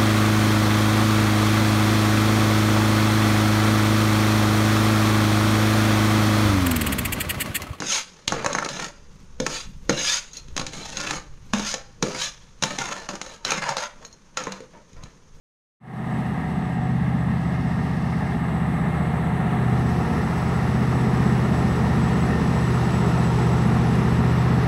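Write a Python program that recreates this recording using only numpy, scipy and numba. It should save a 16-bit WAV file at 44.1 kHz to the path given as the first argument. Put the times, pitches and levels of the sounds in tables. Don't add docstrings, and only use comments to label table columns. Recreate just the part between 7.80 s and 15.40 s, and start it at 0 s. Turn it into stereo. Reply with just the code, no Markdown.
import sys
import numpy as np
from scipy import signal
from scipy.fft import rfft, irfft
from scipy.io import wavfile
from scipy.ndimage import uniform_filter1d
from numba import njit

SR = 44100
rng = np.random.default_rng(int(sys.argv[2]) if len(sys.argv) > 2 else 0)


def wrap_up_sound(samples):
    columns = np.atleast_2d(samples).T
    tamed = np.clip(columns, -1, 1)
    steps = np.round(tamed * 32767).astype(np.int16)
    wavfile.write(sys.argv[1], SR, steps)


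N = 335160
TIME = np.arange(N) / SR


def undb(db):
    return 10 ** (np.asarray(db) / 20)


def unit(x):
    return x / np.sqrt(np.mean(x ** 2))


def unit_peak(x):
    return x / np.sqrt(uniform_filter1d(x ** 2, size=176).max())


def fade(t, t60):
    return np.exp(-np.log(1000) * t / t60)


def wander(rate):
    hold = max(int(SR / rate), 2)
    steps = np.repeat(rng.standard_normal(N)[:N // hold + 1], hold)
    return unit(uniform_filter1d(steps, hold)[:N])


def tiny_hits(rate, spread_db):
    happens = rng.random(N) < rate / SR
    return happens * rng.choice([-1, 1], N) * undb(spread_db * np.minimum(rng.exponential(size=N), 4))


def through(x, response):
    return signal.fftconvolve(x, response)[:len(x)]


def band(x, lo_hz, hi_hz, order=2):
    edges = [lo_hz, min(hi_hz, SR / 2 - 1)]
    return signal.sosfilt(signal.butter(order, edges, "band", fs=SR, output="sos"), x)


def over_hz(table, hz):
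    points, *columns = np.transpose(table)
    return [np.interp(np.log(hz + 1), np.log(points), column) for column in columns]


def colour(x, spectrum, size=2048):
    db, = over_hz(spectrum, np.fft.rfftfreq(size, 1 / SR))
    cepstrum = irfft(np.log(undb(db)))
    cepstrum[1:size // 2] *= 2
    cepstrum[size // 2 + 1:] = 0
    return through(x, irfft(np.exp(rfft(cepstrum))))


@njit
def resonance(x, hz, width):
    out, band_state, low_state = np.empty(len(x)), 0., 0.
    for i in range(len(x)):
        tuning = np.tan(np.pi * hz[i] / SR)
        swing = (band_state + tuning * (x[i] - low_state)) / (1 + tuning * (tuning + width))
        band_state = 2 * swing - band_state
        low_state += 2 * tuning * swing
        out[i] = width * swing
    return out


# time in seconds, relative level in dB.
RUMBLE_LEVELS = [(0.0, -56), (0.44, -62), (0.51, -42), (0.95, -55), (1.63, -42), (1.78, -49), (1.88, -39),
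                 (2.52, -53.5), (2.73, -37), (3.11, -46.5), (3.81, -41), (3.89, -47), (7.11, -58),
                 (7.15, -42), (7.41, -57.5), (7.6, -45.5)]

def rumble(gain_db=4.5):
    db = np.interp(TIME, *np.transpose(RUMBLE_LEVELS))
    tone = [(8, -1.0), (22, -0.5), (40, -6.5), (70, -12), (110, -18.5), (150, -13.5),
            (220, -47), (900, -66)]
    common, left, right = (unit(colour(rng.standard_normal(N), tone, size=8192)) for _ in range(3))
    return (common + 0.43 * np.array([left, right])) * undb(db + gain_db)


# frequency in Hz, relative level in dB.
FLAME_TONE = [(90, -3), (170, 13.5), (310, 1.5), (490, 5), (650, -7.5), (1000, 0), (2000, -7),
              (4800, -11.5), (6500, -4.5), (8000, -26), (9500, -17), (10700, -35), (11900, -28),
              (15000, -46)]

def burner(level_db=-54):
    common, left, right = (unit(colour(rng.standard_normal(N), FLAME_TONE)) for _ in range(3))
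    return (common + 0.56 * np.array([left, right])) * undb(level_db + wander(15))


# start in seconds, relative level in dB.
RICE_DROPS = [(1.31, -47.5), (1.39, -47.5), (1.86, -41), (1.95, -44), (2.02, -44), (2.71, -47), (3.64, -44),
              (7.53, -46.5)]

def plops(gain_db=-3, patter_db=-15, bump_hz=170, rise_s=0.025):
    level = np.zeros(N)
    for start, db in RICE_DROPS:
        age = np.maximum(TIME - start, 0) / rise_s
        level += undb(db + gain_db) * age * np.exp(1 - age)
    grains = tiny_hits(rate=1500, spread_db=3.5)
    bump = unit(band(grains, 0.74 * bump_hz, 1.24 * bump_hz))
    patter = unit(band(grains, 300, 4500, order=1))
    return level * (bump + undb(patter_db) * patter)


# pitch in Hz, ring time in seconds, relative level in dB.
SPOON_NOTES = [(4170, 0.077, 2), (4300, 0.045, -1.5), (5550, 0.04, 2), (6150, 0.075, 2.5), (6690, .08, 3.5),
               (9400, 0.078, -13), (11900, .06, -19)]
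# start in seconds, level in dB.
LIGHT_TOUCHES = [(2.532, -39), (2.569, -34), (6.250, -42), (6.266, -46), (6.327, -47.5)]

def clinks():
    out = np.zeros(N)
    hz, t60, db = np.transpose(SPOON_NOTES)[:, :, None]
    t = np.arange(SR // 2) / SR
    onset = 1 - fade(t, 0.0022)
    for start, level_db in LIGHT_TOUCHES:
        detune, weight = rng.standard_normal((2,) + hz.shape)
        notes = undb(db + 2 * weight) * fade(t, t60) * np.sin(2 * np.pi * hz * (1 + 0.0034 * detune) * t)
        out[int(start * SR):][:len(t)] += undb(level_db) * notes.sum(axis=0) * onset
    return out


# start in seconds, pitch in Hz, level in dB, ring time in seconds.
BOOM_NOTES = [(1.605, 280, -25.5, 0.15), (2.096, 212, -23, 0.085), (2.095, 486.5, -23, 0.23),
              (3.735, 205.8, -22.5, 0.36), (3.736, 228.4, -13.5, 0.18), (4.229, 184, -27, 0.21),
              (4.227, 410, -30, 0.27), (4.227, 513, -27, 0.45), (4.838, 890, -23.5, 0.19),
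              (6.573, 1370, -21.5, 0.074), (6.670, 193, -29.5, 0.32), (6.669, 1054, -24, 0.1)]

def booms():
    out = np.zeros(N)
    for start, hz, db, t60 in BOOM_NOTES:
        t = np.maximum(TIME - start, 0)
        out += undb(db) * fade(t, t60) * np.sin(2 * np.pi * hz * t)
    return out


# pitch in Hz, ring time in seconds, dB above the plain sheet.
TRAY_NOTES = [(143.9, 0.23, 2.5), (220, 0.22, 2.5), (305, 0.12, -1), (452, 0.12, 0), (512, 0.17, 6),
              (578.7, 0.1, 3.5), (798, 0.35, 4), (935, 0.12, 0), (1110, 0.086, -2), (1352, 0.089, -1.5),
              (1460, 0.18, -0.5), (1770, 0.18, -5), (2380, 0.12, -1), (2828, 0.12, 3), (3290, 0.15, 1.5),
              (3670, 0.11, 5.5), (3850, 0.022, -1), (4050, 0.02, 6), (4885, 0.019, 2.5), (5200, 0.065, -25),
              (6494, 0.024, 0)]

def tray_ring(spread_db=3, size=12000):
    t = np.arange(size) / SR
    hz, t60, db = np.transpose(TRAY_NOTES)[:, :, None]
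    weight = undb(db + spread_db * rng.standard_normal(hz.shape))
    notes = fade(t, t60) * np.cos(2 * np.pi * (hz * t + rng.random(hz.shape)))
    damping = 2 * np.log(1000) / (t60 * SR)
    return np.sum(weight * damping * notes, axis=0)


def contact(start, lift, attack_s=0.0086):
    before, after = np.maximum(start - TIME, 0), np.maximum(TIME - lift, 0)
    brush = undb(-20) * fade(before, t60=0.23)
    bite = np.clip((TIME - start) / attack_s, 0, 1)
    trickle = undb(-20.5) * fade(after, t60=1)
    return np.maximum(bite, brush) * np.maximum(fade(after, t60=0.15), trickle)


def sweep(start, fastest, lift, swell_s, shove_db, drag_db, swish_db, first_hz, last_hz):
    shed_db_per_s, glide_s = 116, 0.1203
    t = np.clip(TIME, start, lift)
    shove = undb(shove_db - shed_db_per_s * (t - start))
    swish = undb(swish_db) * np.exp(-((t - fastest) / swell_s) ** 2)
    grind = np.hypot(undb(drag_db), undb(-8) * swish)
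    rasp = np.hypot(undb(drag_db), swish)
    pitch = np.interp(TIME, [lift - glide_s, lift], [first_hz, last_hz])
    return np.array([shove, grind, rasp]) * contact(start, lift), pitch


def push(start, lift, shove_db, grind_db, rasp_db, ease_db_per_s, first_hz, last_hz):
    pressure = contact(start, lift) * undb(-ease_db_per_s * (np.clip(TIME, start, lift) - start))
    pitch = np.interp(TIME, [start, lift], [first_hz, last_hz])
    return undb([[shove_db], [grind_db], [rasp_db]]) * pressure, pitch


# start, fastest moment, lift and swell length in seconds,
# relative levels of shoved rice, drag and swish in dB, first and last pitch in Hz.
QUICK_SWEEPS = [(0.0, 0.143, 0.19, 0.07, -28.5, -38, -18.5, 2070, 1200),
                (1.601, 1.75, 1.82, 0.08, -29, -50, -27.5, 1138, 1490),
                (2.09, 2.309, 2.373, 0.12, -24.5, -37, -19.5, 1596, 1988),
                (3.728, 3.892, 3.935, 0.04, -32.5, -33, -26.5, 1130, 1753),
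                (4.227, 4.435, 4.46, 0.052, -21.5, -34, -23, 1202, 1727)]
# start and lift in seconds, relative levels of shoved rice, grinding and
# metal rasp in dB, easing off in dB per second, first and last pitch in Hz.
SLOW_PUSHES = [(0.348, 0.42, -60, -51, -54, 40, 1200, 1206), (0.487, 0.86, -32, -31, -41, 0, 1194, 1207),
               (0.886, 1.072, -37, -35, -35.5, -2, 1206, 1428),
               (2.53, 2.584, -54, -49, -41.5, 2, 1410, 1405),
               (2.768, 2.829, -35.5, -40, -50, 26, 1095, 1095),
               (2.919, 3.157, -38, -37.5, -35, 18, 1083, 1457),
               (3.172, 3.371, -36, -30.5, -33.5, 2, 1502, 1189),
               (4.838, 4.966, -33, -29, -31, 70, 1283, 1254),
               (4.978, 5.25, -34.5, -25.5, -32, 44, 1153, 893),
               (5.289, 5.38, -34.5, -33, -39.5, 67, 800, 900), (5.422, 5.549, -49, -41, -42, 10, 906, 900),
               (5.653, 5.783, -35, -26, -33.5, 5, 1640, 1550),
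               (5.811, 5.912, -41.5, -23, -35.5, -13, 1200, 800),
               (5.97, 6.042, -42, -25.5, -31, 21, 800, 994),
               (6.206, 6.265, -51.5, -48, -54, -3, 1010, 1000),
               (6.569, 6.796, -37, -29, -39, 75, 1337, 900), (6.931, 7.006, -49.5, -52, -74, 7, 947, 954),
               (7.159, 7.292, -51.5, -49.5, -61, 0, 990, 978)]

def strokes(rest_db=-75):
    gains, pitch = np.full((3, N), undb(rest_db)), np.zeros(N)
    moves = [(row, sweep) for row in QUICK_SWEEPS] + [(row, push) for row in SLOW_PUSHES]
    for row, move in sorted(moves, key=lambda entry: entry[0][0]):
        gain, hz = move(*row)
        gains = np.maximum(gains, gain)
        pitch = np.where((TIME >= row[0]) | (pitch == 0), hz, pitch)
    return *(20 * np.log10(gains)), pitch


# first catch, last catch and spacing in seconds, boost in dB.
EDGE_SKIPS = [(1, 1.046, 0.049, 5.5), (3.061, 3.313, 0.035, 5.5), (4.954, 5.128, 0.0342, 7)]

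def catches(half_length_s=0.0072):
    db = np.zeros(N)
    for first, last, spacing, boost_db in EDGE_SKIPS:
        nearest = np.clip(np.round((TIME - first) / spacing), 0, np.round((last - first) / spacing))
        offset_s = TIME - first - nearest * spacing
        db += boost_db * np.exp(-np.minimum((offset_s / half_length_s) ** 2, 20))
    return undb(db)


# frequency in Hz, relative level in dB.
RASP_TONE = [(1000, -20.5), (1700, -15.5), (2230, -8), (2360, -5), (3160, -4.5), (3490, -2.5), (3760, -5.5),
             (4890, -3.5), (5870, -3.5), (6550, 2), (8220, -20), (9510, -11), (10800, -30.5), (12100, -24),
             (15000, -39)]
# multiple of the scrape pitch, dB above the plain rubbing.
SHEET_SQUEALS = [(0.718, 7.5), (1.0, 11.5), (1.37, 7), (1.852, 7.5), (2.45, 2.5), (3.3, 4)]

def scraping(rings, judder_db=2.5, grain_db=16, squeal_width=0.013, pitch_drift=0.042):
    shove_db, grind_db, rasp_db, pitch = strokes()
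    on_rice = np.clip((grind_db - rasp_db + 10) / 10, .15, 1)
    judder = undb(judder_db * on_rice * wander(170))
    glides = [(multiple * pitch * np.exp(pitch_drift * wander(22)), undb(db))
              for multiple, db in SHEET_SQUEALS]
    nearness = np.array([wander(16) for _ in rings])
    nearness /= np.sqrt(np.sum(nearness ** 2, axis=0))

    def squeal(x):
        return x + sum(gain * resonance(x, hz, squeal_width) for hz, gain in glides)

    def sheet(x):
        return x + sum(through(near * x, ring) for near, ring in zip(nearness, rings))

    coarse = sheet(tiny_hits(rate=2200, spread_db=2.5) * judder)
    crackle = undb(grain_db) * on_rice * tiny_hits(rate=140, spread_db=3.5)
    fine = sheet(tiny_hits(rate=18000, spread_db=3.5) * judder + crackle)
    shove_tone = [(70, -26.5), (110, -9.5), (140, 3.0), (200, 2), (300, -2.5), (480, -6),
                  (650, -6.5), (1200, -51)]
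    shove = unit(colour(coarse, shove_tone)) * undb(shove_db - 1)
    grind = unit(band(resonance(squeal(coarse), pitch, 1.53), 630, 2700)) * undb(grind_db - 3)
    rasp = unit(colour(squeal(fine), RASP_TONE)) * undb(rasp_db - 1)
    return shove + catches() * (grind + rasp)


# frequency in Hz, relative level in dB.
TICK_TONE = [(1400, -24.5), (2400, 8), (3500, 4.5), (5500, 5), (6700, 8), (7500, -6.5), (8200, -14.5),
             (9400, -6), (10600, -27.5), (11800, -16.5), (13200, -35), (15000, -31)]
# start in seconds, relative level in dB,
# extra dB for the thud, extra dB for the clack, thud pitch in Hz.
SPOON_BLOWS = [(0.0024, -22.5, -1.5, -4.5, 166), (0.021, -27.5, 2, 7, 260), (0.4783, -12, -12, -13, 144),
               (0.522, -19.5, -0.5, 7.5, 171), (0.6456, -23, -19, 7.5, 170), (0.6619, -16, -7, 3.5, 175),
               (0.73, -20, -21, -6, 226), (0.7502, -18, -7, 6, 200), (0.7856, -22, -12, 6.5, 452),
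               (0.8251, -30.5, 0, 12.5, 463), (0.847, -21.5, -2.5, -8, 475), (0.8614, -30.5, 8, 5, 480),
               (0.8889, -20, -15, -8.5, 275), (1.6012, -19.5, 3, -1, 286), (1.6648, -16, -4, -1, 265),
               (2.0948, -15, 3.5, 0, 250), (2.1043, -25, 6, 4, 231), (2.6837, -41, 2.5, -9, 132),
               (2.7656, -19, -5, -7.5, 390), (2.7775, -19, -17, -4.5, 151), (2.7958, -19.5, -9, -5.5, 153),
               (2.8139, -24, -3.5, -1, 172), (2.8659, -21.5, -14, -10, 161), (3.1706, -20, -12, -13, 147),
               (3.3086, -20.5, -16, -3, 293), (3.7349, -13.5, -12, 1, 212), (3.7955, -25, 3, 1, 203),
               (3.9407, -17, -5.5, -6, 497), (4.226, -13.5, -4, -3, 202), (4.8245, -13, -9.5, -6.5, 186),
               (4.836, -13, -9.5, -3.5, 144), (4.9865, -17.5, -7.5, -5, 173),
               (5.2889, -23.5, -7, -0.5, 180), (5.3538, -30.5, -10, -2, 183),
               (5.4148, -23.5, -8, -2.5, 280), (5.463, -33, -18, -2, 175), (5.6498, -14.5, -20, -8, 320),
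               (5.7062, -16.5, -24, -10, 264), (5.719, -14, -20, -3, 175), (5.8909, -20, -21, 3, 175),
               (5.9683, -18, -11.5, 0.5, 247), (6.2494, -36.5, -13, -4.5, 207),
               (6.5719, -17.5, -9, -6, 412), (6.6377, -28, -8, -10, 417), (6.6698, -37.5, 15, 14, 178),
               (6.7212, -26.5, -15, -5.5, 167), (6.8045, -39.5, 10, 0, 267), (7.1317, -47, 4, -12, 156),
               (7.236, -35, 3, -7, 132)]

def blows(rings, chatter=0.35, buzz=0.02, size=14000, lead_samples=150):
    out = np.zeros(N + 2 * size)
    t = (np.arange(size) - lead_samples) / SR
    after = np.maximum(t, 0)
    hit = t == 0
    rattle = chatter * fade(after, t60=0.022) + buzz * fade(after, t60=0.37)
    grit_level = np.where(t < 0, chatter * undb(-24), rattle)
    for k, (start_s, db, thud_db, clack_db, thud_hz) in enumerate(SPOON_BLOWS):
        tray = rings[k % len(rings)].copy()
        tray[0] += 1
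        grit = rng.standard_normal(size) * grit_level
        tick = undb(-2) * unit_peak(colour(through(hit + grit, tray), TICK_TONE))
        flex = through(hit + 0.37 * grit, tray)
        clack = undb(clack_db - 1) * unit_peak(band(flex, 603, 1580))
        thud = undb(thud_db - 1) * unit_peak(band(flex, 0.59 * thud_hz, 1.72 * thud_hz))
        start = int(start_s * SR)
        out[start:start + size] += undb(db) * (tick + clack + thud)
    return out[lead_samples:lead_samples + N]


def kitchen(x, wall_s=0.0023, wall_gain=0.16, room_db=-10, t60=0.39, treble_t60=0.23, width=0.53):
    t = np.arange(26000) / SR
    mid, side = rng.standard_normal((2, len(t)))
    onset = np.clip(t / 0.0063 - 1, 0, 1)
    echoes = []
    for sign in (1, -1):
        noise = mid + sign * width * band(side, 600, SR / 2, order=1)
        low = band(noise, 89, 2000, order=1)
        tail = (low * fade(t, t60) + (noise - low) * fade(t, treble_t60)) * onset
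        echoes.append(through(x, undb(room_db) * tail / np.sqrt(np.sum(tail ** 2))))
    slap = np.interp(TIME - wall_s, TIME, band(x, 1400, 14000, order=1))
    return x + wall_gain * slap + np.array(echoes)


def scene(spot_count=6):
    rings = [tray_ring() for _ in range(spot_count)]
    serving = blows(rings) + booms() + clinks() + scraping(rings) + plops()
    return kitchen(serving) + burner() + rumble()


# frequency in Hz, left's lag in radians,
# left minus right in dB, share of the sound they do not have in common from 0 to 1.
MIC_OPENINGS = [(50, -0.5, -1, 0.01), (300, 0.34, .4, 0.01), (800, 0.36, 0, 0.11), (2520, 0.7, -0.3, 0.16),
                (4800, 0.33, -0.5, 0.16), (6650, 0, -0.5, 0.11), (8020, 0.76, 16, 0.2),
                (9390, 2.2, 10, 0.7), (10800, 7, 7, 0.6), (12000, 6.5, -2, 0.3), (13800, 11.5, 7.5, .7)]

def record(dry, gain_db=-2.0, top_hz=15100):
    lag, balance_db, share = over_hz(MIC_OPENINGS, np.fft.rfftfreq(N, 1 / SR))
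    scattered = np.real(signal.hilbert(dry[1]) * np.exp(1j * np.pi * wander(40)))
    tilt = undb(balance_db / 2) * np.exp(-1j * lag / 2)
    left = rfft(dry[0]) * tilt
    right = (np.sqrt(1 - share) * rfft(dry[1]) + np.sqrt(share) * rfft(scattered)) / tilt
    lowpass = signal.ellip(8, .2, 70, top_hz, fs=SR, output="sos")
    return signal.sosfilt(lowpass, undb(gain_db) * irfft(np.array([left, right]), N))


dry = scene()
out = record(dry)
wrap_up_sound(out)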